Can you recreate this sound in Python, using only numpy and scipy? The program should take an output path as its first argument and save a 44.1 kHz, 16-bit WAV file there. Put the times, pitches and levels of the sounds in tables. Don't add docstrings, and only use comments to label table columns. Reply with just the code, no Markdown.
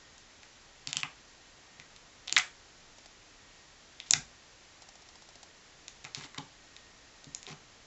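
import sys
import numpy as np
from scipy import signal
from scipy.fft import rfft, irfft
from scipy.io import wavfile
from scipy.ndimage import uniform_filter1d

SR = 44100
rng = np.random.default_rng(int(sys.argv[2]) if len(sys.argv) > 2 else 0)


def dump(signal):
    limited = np.clip(np.atleast_2d(signal).T, -1, 1)
    pcm = np.round(limited * 32767).astype(np.int16)
    wavfile.write(sys.argv[1], SR, pcm)


N = 346626
TIME = np.arange(N) / SR
TOP_HZ, SOUND_M_S = 7880, 343

# (time [s], peak level at the source [dB], resonance [Hz], film snap gain [dB])
POCKET_BURSTS = [(0.181, -34.5, 6600, -7), (0.4325, -36, 2400, -3), (0.8734, -15.5, 4430, 1),
                 (0.8933, -31, 4680, 0), (0.9303, -12, 3130, 6), (0.9593, -31, 3000, -16),
                 (0.969, -17, 3100, -9), (0.9697, -5, 7700, -16), (1.0324, -15.5, 2370, -22),
                 (1.0345, -24.5, 1240, -14.5), (1.7991, -31, 2350, -7), (1.9632, -30, 7450, 3),
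                 (2.2806, -22, 3280, -21), (2.2957, -22.5, 3200, -20), (2.326, -4, 7250, -4),
                 (2.3648, -7.5, 3600, -21), (2.3665, -12, 3000, -22), (2.368, -7, 1950, -25),
                 (2.3705, -11, 3280, -13), (2.3764, -21, 2700, -21), (2.3778, -12, 2220, -23),
                 (2.3983, -18, 2500, -21), (4.0017, -25, 3200, -13), (4.1093, 4, 7400, -25),
                 (4.136, 3.5, 5560, -8), (4.137, -11.5, 2240, -12.5), (4.1382, -21.5, 1610, -25),
                 (5.8818, -22.5, 5980, 1), (6.044, -27, 7000, 7), (6.0504, -25, 2450, -4),
                 (6.1485, -16.5, 4400, 1), (6.346, -30, 1670, -12), (6.3823, -25, 3300, -8),
                 (6.3839, -22.5, 1000, -5), (6.7653, -30.5, 3430, -1), (7.244, -33, 5130, 8),
                 (7.349, -14.5, 6800, -18), (7.43, -27, 6400, 0), (7.467, -29.5, 3350, -24)]
# (time [s], depth [m])
FINGER_HOLES = [(1.0, 0.084), (2.3, 0.0615), (4.1, 0.1124)]
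# (time [s], duration [s], rms level [dB], centre frequency [Hz])
FILM_TEARS = [(0.885, 0.028, -48, 4200), (0.971, 0.042, -46, 5200), (2.275, 0.0036, -44, 4740),
              (2.38, 0.0072, -24, 6830), (4.059, 0.044, -56.5, 4500), (6.044, 0.028, -53, 1300),
              (6.15, 0.115, -49, 3570), (6.375, 0.011, -43.5, 2320), (7.475, 0.057, -49.5, 3330)]
# (time [s], peak level [dB], main resonance [Hz])
HAND_BUMPS = [(0.875, -45.5, 146), (0.959, -46.5, 152), (1.031, -45, 133), (1.792, -54, 144),
              (2.323, -45, 306), (2.359, -48.5, 150), (4.109, -44, 142), (4.138, -41, 110),
              (4.165, -45, 139), (6.046, -50.5, 124), (6.174, -43.5, 149), (6.247, -51, 293),
              (6.383, -37, 137), (7.269, -44, 144), (7.474, -45, 376), (7.505, -42.5, 148)]
# (frequency [Hz], relative level [dB], 60 dB decay time [s])
TABLE_MODES = [(130, -20.5, 0.59), (157.7, -16, 0.32), (277, -4.5, 0.087), (366, -11, 0.12),
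               (407, -11.5, 0.19), (924, -13.5, .1)]
# (start [s], approximate end [s])
TICK_SPANS = [(2.984, 3.056), (4.821, 5.431)]
# (frequency [Hz], relative level [dB])
REVERB_SPECTRUM = [(100, 7.5), (450, 10), (800, 18), (1150, 6), (1600, 5), (2200, 3), (3500, 0),
                   (5200, -0.5), (7500, 1.5)]
# (frequency [Hz], relative spectral density [dB])
NOISE_SPECTRUM = [(12, -31.5), (20, -0.5), (43, -7), (71, -6.5), (149, -10), (191, -12), (291, -10),
                  (364, -11.5), (644, -12), (1420, -13.5), (1570, -13), (1920, -12.5), (2460, -14),
                  (6790, -15.5), (7500, -18), (9750, -49), (16500, -120)]


def pocket_pop(t, hz, snap_db, hole_m, pocket_q=3.7, flutter_db=-14, lead_db=-9, echo_db=-14.5):
    rip = rng.standard_normal(len(t))
    lead = unit_energy(rip * fade(abs(t), t60=0.004) * (t < 0))
    flutter = unit_energy(rip * fade(abs(t), t60=0.008) * (t > 0))
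    kick = signal.unit_impulse(len(t), np.argmin(abs(t))) + undb(flutter_db) * flutter
    kick += undb(lead_db) * hz / TOP_HZ * lead
    ring = lowpass(resonate(kick, hz, hz / pocket_q), min(2.7 * hz, SR / 3))
    ring += undb(snap_db) * resonate(kick, hz=3700, width_hz=5000)
    round_trip_s = 2 * hole_m / SOUND_M_S
    ring -= undb(echo_db) * np.interp(t - round_trip_s, t, ring, left=0)
    edge_hz = min(0.48 * hz, 1500)
    ring = highpass(highpass(ring, edge_hz), edge_hz)
    puff = highpass(resonate(kick, hz=620, width_hz=500), 620)
    return peak(ring, 0) + peak(puff, -24) * 2400 / hz


def pops(room_share_db=-4, drier_db_per_db=0.2309):
    direct, to_room = np.zeros(N), np.zeros(N)
    t = TIME[:SR // 40] - (SR // 300) / SR
    for s, db, hz, snap_db in POCKET_BURSTS:
        hole_m = np.interp(s, *np.transpose(FINGER_HOLES))
        pop = peak(pocket_pop(t, hz, snap_db, hole_m), db)
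        add(direct, s + t[0], pop)
        add(to_room, s + t[0], undb(room_share_db - drier_db_per_db * db) * pop)
    return direct, to_room


def tears(bubbles_per_s=1400, spread_db=4, pitch_scatter=0.26):
    out, kick = np.zeros(N), signal.unit_impulse(SR // 200)
    for s, length, db, centre_hz in FILM_TEARS:
        swarm = np.zeros(N)
        count = max(int(length * bubbles_per_s), 16)
        for when, size, pitch in rng.random((200, 3))[:count]:
            hz = min(centre_hz * ((pitch + .01) / (1.01 - pitch)) ** pitch_scatter, TOP_HZ)
            size_db = -spread_db * np.log(1 - .95 * size)
            add(swarm, when * length, peak(resonate(kick, hz, hz / 2), size_db))
        crackle = highpass(swarm[:int(length * SR) + len(kick)], 0.07 * centre_hz)
        add(out, s, level(crackle, db))
    return out


def bumps(thud_width_hz=62, table_db=-2, judder_db=-1, radiate_hz=70):
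    out, t = np.zeros(N), TIME[:SR // 3]
    table = sum(undb(db) * np.sin(2 * np.pi * hz * t) * fade(t, t60) for hz, db, t60 in TABLE_MODES)
    for s, db, hz in HAND_BUMPS:
        judder = unit_energy(noise_burst(t, t60=0.073))
        push = signal.unit_impulse(len(t)) + undb(judder_db) * judder
        push = lowpass(push, 2.16 * hz)
        thud = resonate(resonate(push, hz, thud_width_hz), hz, 2 * thud_width_hz)
        ring = signal.fftconvolve(push, table)[:len(t)]
        bump = highpass(peak(thud, 0) + peak(ring, table_db), radiate_hz)
        add(out, s, peak(bump, db))
    return out


def table_shudder(s=4.13, db=-48, hz=60, width_hz=110, t60=0.34):
    out, t = np.zeros(N), TIME[:SR // 2]
    shake = noise_burst(t, t60) * (1 - fade(t, t60))
    shudder = resonate(resonate(shake, hz, width_hz), hz, 2 * width_hz)
    add(out, s, peak(shudder, db))
    return out


def ticks(gap_s=.0668, last_late_s=.008, peak_db=-39, mid_run_db=-3, body_hz=770, body_db=-6):
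    out, t = np.zeros(N), TIME[:SR // 16]
    for start, end in TICK_SPANS:
        last = max(round((end - start) / gap_s), 1)
        for k in range(last + 1):
            s = start + k * gap_s + last_late_s * (k == last)
            db = peak_db + mid_run_db * np.sin(np.pi * k / last)
            rattle = noise_burst(t, t60=0.036)
            click = resonate(rattle, hz=5200, width_hz=3800)
            body = resonate(resonate(rattle, body_hz, 380), body_hz, 520)
            add(out, s, peak(level(click, 0) + level(body, body_db), db))
    return out


def room(x, t60=0.24, tail_db=-6, near_db=-12, build_s=0.004):
    t = TIME[:SR // 2]
    tail = colour(rng.standard_normal(len(t)), REVERB_SPECTRUM)
    tail *= fade(t, t60) * (1 - np.exp(-t / build_s))
    near = noise_burst(t, t60=0.01) * (t > .0006)
    response = undb(tail_db) * unit_energy(tail) + undb(near_db) * unit_energy(near)
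    return signal.fftconvolve(x, response)[:N]


def background(hiss_db=-57.5, whine_hz=1868, whine_db=-74.5, waver_hz=7, swell_db=3, hum_hz=331):
    hiss = level(colour(rng.standard_normal(N), NOISE_SPECTRUM), hiss_db)
    pitch_hz = whine_hz + waver_hz * wander(s=0.035)
    tone = np.sin(2 * np.pi * np.cumsum(pitch_hz) / SR)
    whine = level(tone * undb(swell_db * wander(s=0.35)), whine_db)
    hum_envelope = np.interp(TIME, [5.03, 5.12, 6.0], [0, 1, 0])
    hum = hum_envelope * level(np.sin(2 * np.pi * hum_hz * TIME), db=-75)
    return hiss + whine + hum


def undb(db):
    return 10 ** (np.asarray(db) / 20)


def level(x, db):
    return x * undb(db) / np.sqrt(np.mean(x ** 2) + 1e-20)


def peak(x, db):
    return x * undb(db) / (np.abs(x).max() + 1e-20)


def unit_energy(x):
    return x / np.linalg.norm(x)


def add(track, s, x):
    i = int(np.clip(s * SR, 0, N - 1))
    track[i:i + len(x)] += x[:N - i]


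def resonate(x, hz, width_hz):
    return signal.lfilter(*signal.iirpeak(hz, hz / width_hz, fs=SR), x)


def highpass(x, hz):
    return signal.sosfilt(signal.butter(2, hz, "high", fs=SR, output="sos"), x)


def lowpass(x, hz):
    return signal.sosfilt(signal.butter(2, hz, fs=SR, output="sos"), x)


def band_limit(x):
    return signal.fftconvolve(x, signal.firwin(201, TOP_HZ, window=("kaiser", 7), fs=SR), "same")


def colour(x, points):
    hz, db = np.transpose(points)
    f = np.maximum(np.fft.rfftfreq(len(x), 1 / SR), 1)
    return irfft(rfft(x) * undb(np.interp(np.log(f), np.log(hz), db)), len(x))


def fade(t, t60):
    return np.exp(-np.log(1000) * t / t60)


def noise_burst(t, t60):
    return rng.standard_normal(len(t)) * fade(t, t60)


def wander(s):
    return level(uniform_filter1d(rng.standard_normal(N), max(int(s * SR), 1)), 0)


def scene():
    direct_pops, pops_to_room = pops()
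    handling = tears() + bumps() + table_shudder()
    return (direct_pops + handling + room(pops_to_room + handling) + ticks() + background())[None]


def record(dry):
    ceiling = .7
    heard = band_limit(dry[0])
    rounded = heard / (1 + (heard / ceiling) ** 4) ** (1 / 4)
    return band_limit(rounded)[None]


dry = scene()
out = record(dry)
dump(out)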